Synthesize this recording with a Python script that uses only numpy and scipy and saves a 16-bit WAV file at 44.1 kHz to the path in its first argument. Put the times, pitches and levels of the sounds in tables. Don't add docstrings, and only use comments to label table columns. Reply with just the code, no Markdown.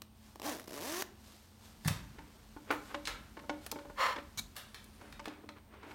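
import sys
import numpy as np
from scipy import signal
from scipy.fft import rfft, irfft, next_fast_len
from scipy.io import wavfile
from scipy.ndimage import uniform_filter1d

SR = 44100
rng = np.random.default_rng(int(sys.argv[2]) if len(sys.argv) > 2 else 0)


def store_pcm(level_fs):
    pcm = np.round(np.clip(level_fs, -1, 1) * 32767).astype(np.int16)
    wavfile.write(sys.argv[1], SR, np.atleast_2d(pcm).T)


N = 262130
TIME = np.arange(N) / SR

# (frequency [Hz], width [Hz], level [dB])
TAPE_MODES = [(316, 173, 4), (634, 66, 5), (803, 296, 2), (1140, 147, 1.5), (1700, 250, -8.5)]
# (frequency [Hz], level [dB])
TEETH_COLOUR = [(530, -48), (900, -6), (1000, -4), (1230, -6.5), (1660, -6), (2730, -10), (4980, -10),
                (5410, -9), (8660, -14.5), (12600, -13), (16000, -19)]
# (frequency [Hz], level [dB])
CASE_COLOUR = [(130, -74), (270, 0.5), (420, 0.5), (680, -4), (850, -4.5), (1200, -3), (1550, -3.5),
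               (2500, -6), (4500, -9), (16000, -16)]
# (time [s], level [dB], bass gain [dB], hardness as low-pass [Hz])
MACHINE_KNOCKS = [(2.185, -39.5, 5, 3200), (2.564, -44.5, 14, 1780), (2.7044, -17.5, -28, 2410),
                  (2.944, -24.5, -4, 3300), (3.369, -37.5, 5.5, 2500), (3.392, -40.5, 2, 4040),
                  (3.438, -45, 8, 1400), (3.4942, -26, 7, 4020), (3.720, -42, 17, 1500),
                  (3.758, -43, 16.5, 3000), (3.787, -39, -5, 4000), (3.850, -49.5, 16.5, 2200),
                  (3.897, -41, 12, 1380), (4.161, -29.5, -24, 3330), (5.012, -44.5, 9, 5100),
                  (5.194, -35, -23, 5000), (5.274, -42, 17, 744), (5.296, -45, 13, 900),
                  (5.436, -38.5, 4, 695), (5.492, -43.5, 6, 4100), (5.83, -41, 3, 3480),
                  (5.908, -38, -10, 3000)]


def from_db(db):
    return 10 ** (np.asarray(db) / 20)


def rms_one(x):
    return x / np.sqrt(np.mean(x ** 2) + 1e-20)


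def even(x):
    return x / np.sqrt(np.abs(uniform_filter1d(x * x, size=1500)) + 1e-12)


def at_hz(points, hz):
    freqs, values = np.transpose(points)
    return np.interp(np.log(hz + 1), np.log(freqs), values)


def noise(colour, size=N):
    n = next_fast_len(size)
    gains = from_db(at_hz(colour, np.fft.rfftfreq(n, 1 / SR)))
    return rms_one(irfft(rfft(rng.standard_normal(n)) * gains, n)[:size])


def drift(rate_hz):
    return np.interp(TIME * rate_hz, np.arange(8192), rng.standard_normal(8192))


def cut(x, hz, kind, order=2):
    return signal.sosfilt(signal.butter(order, hz, kind, fs=SR, output="sos"), x + 1e-18)


def resonate(x, modes):
    out = 0
    for k, (hz, width, db) in enumerate(modes):
        r = np.exp(-np.pi * width / SR)
        poles = [2, -4 * r * np.cos(2 * np.pi * hz / SR), 2 * r * r]
        out = out + (-1) ** k * from_db(db) * signal.lfilter([1 - r * r, 0, r * r - 1], poles, x + 1e-18)
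    return out


def fade(t, t60):
    return np.exp(-np.log(1000) * t / t60)


def smear(impulses, decay_s):
    return signal.lfilter([1], [1, -np.exp(-1 / (decay_s * SR))], impulses + 1e-18)


def envelope(start_s, end_s, attack_s, release_t60, db_per_s=0, hold_s=0):
    rise = np.clip((TIME - start_s) / attack_s, 0, 1) ** 2
    sloping_s = np.maximum(np.minimum(TIME, end_s) - start_s - attack_s - hold_s, 0)
    return rise * from_db(db_per_s * sloping_s) * fade(np.maximum(TIME - end_s, 0), release_t60)


def gestures(moves, bed_db, rise_share=0.35, depth_db=21):
    power = (from_db(bed_db) * envelope(0.99, 5.03, attack_s=0.92, release_t60=3.55)) ** 2
    for peak_s, length_s, db in moves:
        away = np.maximum((peak_s - TIME) / rise_share, (TIME - peak_s) / (1 - rise_share)) / length_s
        power = power + from_db(db - depth_db * away) ** 2
    return np.sqrt(power)


def add(track, s, sound):
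    i = round(s * SR)
    track[i:i + len(sound)] += sound[:N - i]


def room_tone(air_db=-61.5, waver_db=2.5):
    # (frequency [Hz], level [dB])
    air_colour = [(15, -42), (25, -1), (76, 6), (161, -8), (217, 1.5), (277, -7.5), (489, -15.5),
                  (911, -13), (1650, -26), (3250, -25), (7710, -36), (8590, -24), (10400, -35),
                  (14800, -27), (16000, -30)]
    # (frequency [Hz], level [dB])
    partials = [(86.1, -67), (118.4, -70), (215.3, -63.5)]
    out = from_db(air_db) * cut(noise(air_colour), 42, "high", order=4)
    for hz, db in partials:
        out += from_db(db + waver_db * drift(8)) * np.sin(2 * np.pi * hz * TIME + 0.87 * drift(4.1))
    return out


def slider_snaps(snap_db=-10, snap_t60=0.016):
    # (time [s], level [dB], relative tape level [dB])
    snaps = [(0.019, -28.5, -13.5), (0.3579, -39, 1.5), (0.398, -34, -0.5), (0.418, -29, -4),
             (0.597, -30, -36), (1.0219, -16, -10.5)]
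    out, t = np.zeros(N), TIME[:SR // 10]
    pluck = resonate(1.0 * (t == 0), TAPE_MODES)
    pluck /= np.abs(pluck).max()
    for s, db, tape_db in snaps:
        snap = from_db(snap_db) * noise(TEETH_COLOUR, len(t)) * fade(t, snap_t60)
        add(out, s, from_db(db) * (snap + from_db(tape_db) * pluck))
    return out


def cloth_swish(trim_db=0.5, grain_db=1.5):
    # (peak time [s], length [s], level [dB])
    swishes = [(.26, 0.62, -63.5), (1.29, 0.88, -60), (1.66, 0.38, -59.5), (1.9, 0.24, -48),
               (2.87, .6, -60), (3.64, .2, -58.5), (5.91, 0.24, -62)]
    # (frequency [Hz], level [dB])
    cloth_colour = [(710, 0), (1200, -0.5), (2090, -3.5), (4260, -2), (8720, -7.5), (10500, -11.5),
                    (13300, -8), (16000, -33)]
    grain = from_db(trim_db + grain_db * drift(600))
    return grain * gestures(swishes, bed_db=-66.5) * noise(cloth_colour)


def pull_gains(teeth_per_s, reference_per_s=359):
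    # (start [s], end [s], tape at reference speed [dB], teeth at reference speed [dB],
    # tape rise [dB per doubling of speed], teeth rise [dB per doubling of speed])
    strokes = [(.428, 0.662, -37.5, -39.5, 10, 8), (0.667, 1.019, -43, -40.5, 3.2, 4.8)]
    tape, teeth = np.zeros(N), np.zeros(N)
    doublings = np.log2(teeth_per_s / reference_per_s)
    for start, end, tape_db, teeth_db, tape_rise, teeth_rise in strokes:
        pulling = (TIME >= start) & (TIME < end)
        tape += pulling * from_db(tape_db + tape_rise * doublings)
        teeth += pulling * from_db(teeth_db + teeth_rise * doublings)
    return tape, teeth


def tooth_impulses(travel, uneven_db=3):
    return (np.diff(np.floor(travel), prepend=0) > 0) * from_db(uneven_db * rng.standard_normal(N))


def zipper(scratch_s=0.0034, drag=0.058, lock_lag_teeth=0.24, teeth_trim_db=-2):
    # (time [s], speed [teeth/s])
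    speed_curve = [(.428, 170), (.455, 285), (.485, 316), (.535, 220), (.575, 115), (.665, 51.5),
                   (.72, 82.6), (.755, 144), (.80, 145), (.85, 236), (.92, 332), (1.022, 397)]
    # (time [s], rasp [0-1])
    rasp_curve = [(.43, 0.85), (.58, 0.7), (.68, 0.22), (1.02, 0.07)]
    speed = np.interp(TIME, *np.transpose(speed_curve))
    rasp = np.interp(TIME, *np.transpose(rasp_curve))
    stutter = (0.016 + 0.07 * rasp) * drift(400)
    travel = np.cumsum(speed * (1 + stutter) / SR)
    entries, locks = tooth_impulses(travel), tooth_impulses(travel - lock_lag_teeth)
    tape_gain, teeth_gain = pull_gains(speed)
    contact = drag + smear(entries + locks, scratch_s)
    scratch = cut(contact * noise(TEETH_COLOUR) * from_db(2.3 * drift(1300)), 770, "high")
    scratch += (speed / speed.max()) ** 4 * resonate(scratch, [(6240, 510, -0.9)])
    plucks = even(locks)
    ragged = np.sqrt(1 - rasp) * plucks + np.sqrt(rasp) * even(contact * rng.standard_normal(N))
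    tape = resonate(plucks, TAPE_MODES[:1]) - resonate(ragged, TAPE_MODES[1:2])
    tension = tape_gain / tape_gain.max()
    tape += tension * resonate(ragged, TAPE_MODES[2:])
    return tape_gain * even(cut(tape, 82, "high")) + from_db(teeth_trim_db) * teeth_gain * even(scratch)


def table_rumble(trim_db=3.5):
    # (peak time [s], length [s], level [dB])
    leans = [(1.96, 0.64, -53), (3.17, 0.77, -57), (3.5, 0.33, -69), (4.395, 0.15, -49.5),
             (5.14, 0.27, -59)]
    # (frequency [Hz], level [dB])
    colour = [(25, -40), (42, 18), (65, 9), (105, 3.5), (170, 3), (300, -1), (900, -69)]
    return from_db(trim_db) * gestures(leans, bed_db=-66.5) * noise(colour)


def clicks(trim_db=-1, t60=0.031, body_hz=2430, top_hz=7900):
    # (time [s], level [dB], body gain [dB], top gain [dB], room send [dB])
    contacts = [(1.848, -47, 6.5, 5, 6.5), (1.876, -40, -15, 16, -13), (1.881, -28, 2.5, 3.5, -5),
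                (2.711, -54, -17, 20.5, 1), (3.054, -33, -25, -18, 0.5), (3.073, -26.5, -6.5, -20, -7.5),
                (3.08, -40, 7, 2, 0.5), (3.664, -47.5, 10, 15.5, -12.5), (3.715, -33, -12, 7, -14.5),
                (4.556, -61, 9, 11, 10.5), (4.565, -45.5, 5, 12.5, 2), (4.745, -42, 3.5, -4, -1.5),
                (4.842, -63.5, -8, 20, -22), (5.125, -45.5, 1.5, -8, -2.5), (5.243, -54, -3, -7, -8),
                (5.256, -41.5, 8.5, -4, -5.5), (5.281, -42.5, 0, -16, -20), (5.49, -45, 6, -26, -10)]
    # (frequency [Hz], level [dB])
    click_colour = [(180, -30), (300, -6), (680, -3), (1400, -1), (2500, -5), (4200, -4), (6700, -11.5),
                    (10600, -13), (16000, -16.5)]
    direct, send, t = np.zeros(N), np.zeros(N), TIME[:SR // 6]
    for s, db, body_db, top_db, send_db in contacts:
        burst = noise(click_colour, len(t))
        upper = cut(burst, body_hz, "high")
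        body = from_db(body_db) * cut(burst, body_hz, "low")
        middle = cut(upper, top_hz, "low")
        top = from_db(top_db) * cut(upper, top_hz, "high")
        click = from_db(db + trim_db) * (body - middle + top) * fade(t, t60)
        add(direct, s, click)
        add(send, s, from_db(send_db) * click)
    return direct, send


def bundle_thud(softness_hz=260):
    # (time [s], level [dB])
    bumps = [(1.855, -27.5), (1.874, -27), (1.905, -27.5), (1.93, -39)]
    # (frequency [Hz], level [dB], t60 [s])
    boom_modes = [(101, -14, 0.32), (120, -17, 0.14), (149, -1, 0.21), (167, -4.5, 0.096)]
    out, t = np.zeros(N), TIME[:SR // 2]
    boom = sum(from_db(db) * np.sin(2 * np.pi * hz * t) * fade(t, t60) for hz, db, t60 in boom_modes)
    for s, db in bumps:
        add(out, s, from_db(db) * boom)
    return cut(cut(out, softness_hz, "low", order=4), 70, "high")


def hand_rub(trim_db=2, catches_per_s=45, catch_db=5.5):
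    # (peak time [s], length [s], level [dB])
    rubs = [(2.2, 0.46, -63), (2.72, 0.12, -39.5), (2.91, 0.11, -50), (3.82, 0.49, -66),
            (4.186, 0.061, -44.5), (5.05, 0.31, -58), (5.3, 0.33, -57.5), (5.57, 0.08, -58),
            (5.74, 0.14, -57), (5.87, 0.6, -56)]
    catches = smear(rng.random(N) < catches_per_s / SR, decay_s=0.001)
    texture = np.hypot(1, from_db(catch_db) * catches)
    friction = rms_one(cut(noise(CASE_COLOUR), 2270, "low"))
    return from_db(trim_db) * texture * gestures(rubs, bed_db=-73) * friction


def case_ring(t, detune=0.0047):
    # (frequency [Hz], level [dB], t60 [s])
    case_modes = [(271, -11.5, 0.32), (302, -8, 0.27), (394, -21.5, 0.39), (573, -6.5, 0.19),
                  (828, -1, 0.042), (900, -3, 0.14), (1065, 5, 0.025), (1064, -11, 0.083), (1456, 1, 0.046),
                  (1545, -13, 0.1), (1726, -20, 0.17), (2200, -1.5, 0.049), (2620, -51, 0.14),
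                  (3000, -14, 0.06), (3740, -62, .07)]
    ring = np.zeros(len(t))
    for hz, db, t60 in case_modes:
        gain = from_db(db) * rng.choice([-1, 1])
        pitch_hz = hz * (1 + detune * rng.standard_normal())
        ring += gain * np.sin(2 * np.pi * pitch_hz * t) * fade(t, t60)
    return ring


def machine_knocks(ring_db=-12.5, attack_s=0.00099, bass_hz=380):
    # (delay [s], level [dB], share of the hardness [0-1])
    bounces = [(0, -1, 1), (0.0045, -2, 0.99)]
    out, t = np.zeros(N), TIME[:SR // 3]
    for s, db, bass_db, hardness_hz in MACHINE_KNOCKS:
        for delay_s, bounce_db, share in bounces:
            cutoff_hz = share * hardness_hz
            clack_t60 = 0.022 * (3000 / cutoff_hz) ** 0.42
            ring = from_db(ring_db) * case_ring(t)
            clack = noise(CASE_COLOUR, len(t)) * fade(t, clack_t60)
            blow = (clack + ring) * (1 - np.exp(-t / attack_s))
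            blow += (from_db(bass_db) - 1) * cut(blow, bass_hz, "low", order=1)
            add(out, s + delay_s, from_db(db + bounce_db) * cut(blow, cutoff_hz, "low"))
    return out


def machine_rattle(heavy_db=-12.5, growth=1.5, t60=0.19):
    out, t = np.zeros(N), TIME[:SR // 3]
    for s, db, _, _ in MACHINE_KNOCKS:
        shake = cut(noise(CASE_COLOUR, len(t)), [740, 1450], "band") * fade(t, t60)
        add(out, s, from_db(db + growth * (db - heavy_db)) * shake)
    return out


def machine_slide(level_db=-30.5, grit_db=-16.5, bite_db=-11):
    # (frequency [Hz], width [Hz], level [dB])
    modes = [(519, 76, -7.5), (1024, 51, 2), (1140, 40, -2), (1264, 83, -2.5), (1805, 120, -7.5),
             (2080, 150, -9.5), (3000, 760, -18.5), (4300, 280, -18), (5470, 240, -23.5),
             (7100, 200, -27.5)]
    push = envelope(3.953, 4.12, attack_s=0.055, release_t60=0.24, db_per_s=-103, hold_s=0.044)
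    judder = from_db(drift(160))
    ring = even(cut(resonate(rng.standard_normal(N), modes), 450, "high"))
    grit = from_db(grit_db) * cut(noise(CASE_COLOUR), 320, "high")
    bite = from_db(bite_db) * rms_one(cut(resonate(rng.standard_normal(N), modes), 1400, "high", order=4))
    return from_db(level_db) * push * judder * (ring + grit + push * bite)


def metal_scrape(start_s=4.373, end_s=4.396, level_db=-41.5, ring_db=-7.5):
    # (frequency [Hz], width [Hz], level [dB])
    modes = [(1160, 780, -5.5), (2283, 30, 7), (3940, 490, 4), (5800, 440, -1.5), (6586, 960, -1),
             (9500, 620, -4.5), (11900, 2300, -10)]
    contact = envelope(start_s, end_s, attack_s=0.002, release_t60=0.029, db_per_s=247)
    ringing = from_db(ring_db) * envelope(start_s, end_s, attack_s=0.002, release_t60=0.27)
    metal = rms_one(resonate(rng.standard_normal(N), modes))
    return from_db(level_db) * np.hypot(contact, ringing) * metal


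def whine(level_db=-76.5):
    band = resonate(rng.standard_normal(N), [(9730, 220, 0)])
    band = rms_one(resonate(band, [(9600, 290, 0)]))
    return from_db(level_db) * envelope(4.56, 5.12, attack_s=0.1, release_t60=0.25) * band


def room_reverb(send, build_s=0.0043):
    # (frequency [Hz], t60 [s])
    decay = [(100, 0.87), (500, 0.54), (3000, 0.43), (8000, 0.27), (16000, 0.23)]
    t, edges = TIME[:SR], np.geomspace(50, 18000, 9)
    tail = np.zeros(SR)
    for low, high in zip(edges, edges[1:]):
        band = cut(rng.standard_normal(SR), [low, high], "band")
        tail += band * fade(t, at_hz(decay, np.sqrt(low * high)))
    tail *= 1 - np.exp(-(t / build_s) ** 2)
    return signal.fftconvolve(send, tail / np.sqrt(np.sum(tail ** 2)))[:N]


def scene():
    zipping = zipper() + slider_snaps()
    clicking, send = clicks()
    thud = bundle_thud()
    knocking = machine_knocks() + machine_rattle()
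    sliding = machine_slide()
    for layer, send_db in ((zipping, -15), (thud, -14.5), (knocking, -13), (sliding, -15.5)):
        send += from_db(send_db) * layer
    handling = cloth_swish() + table_rumble() + hand_rub()
    direct = zipping + clicking + thud + knocking + sliding + handling + metal_scrape()
    return (direct + room_reverb(send) + room_tone() + whine())[None]


def record(dry):
    return signal.sosfilt(signal.ellip(10, 0.2, 75, 16300, fs=SR, output="sos"), dry)


dry = scene()
out = record(dry)
store_pcm(out)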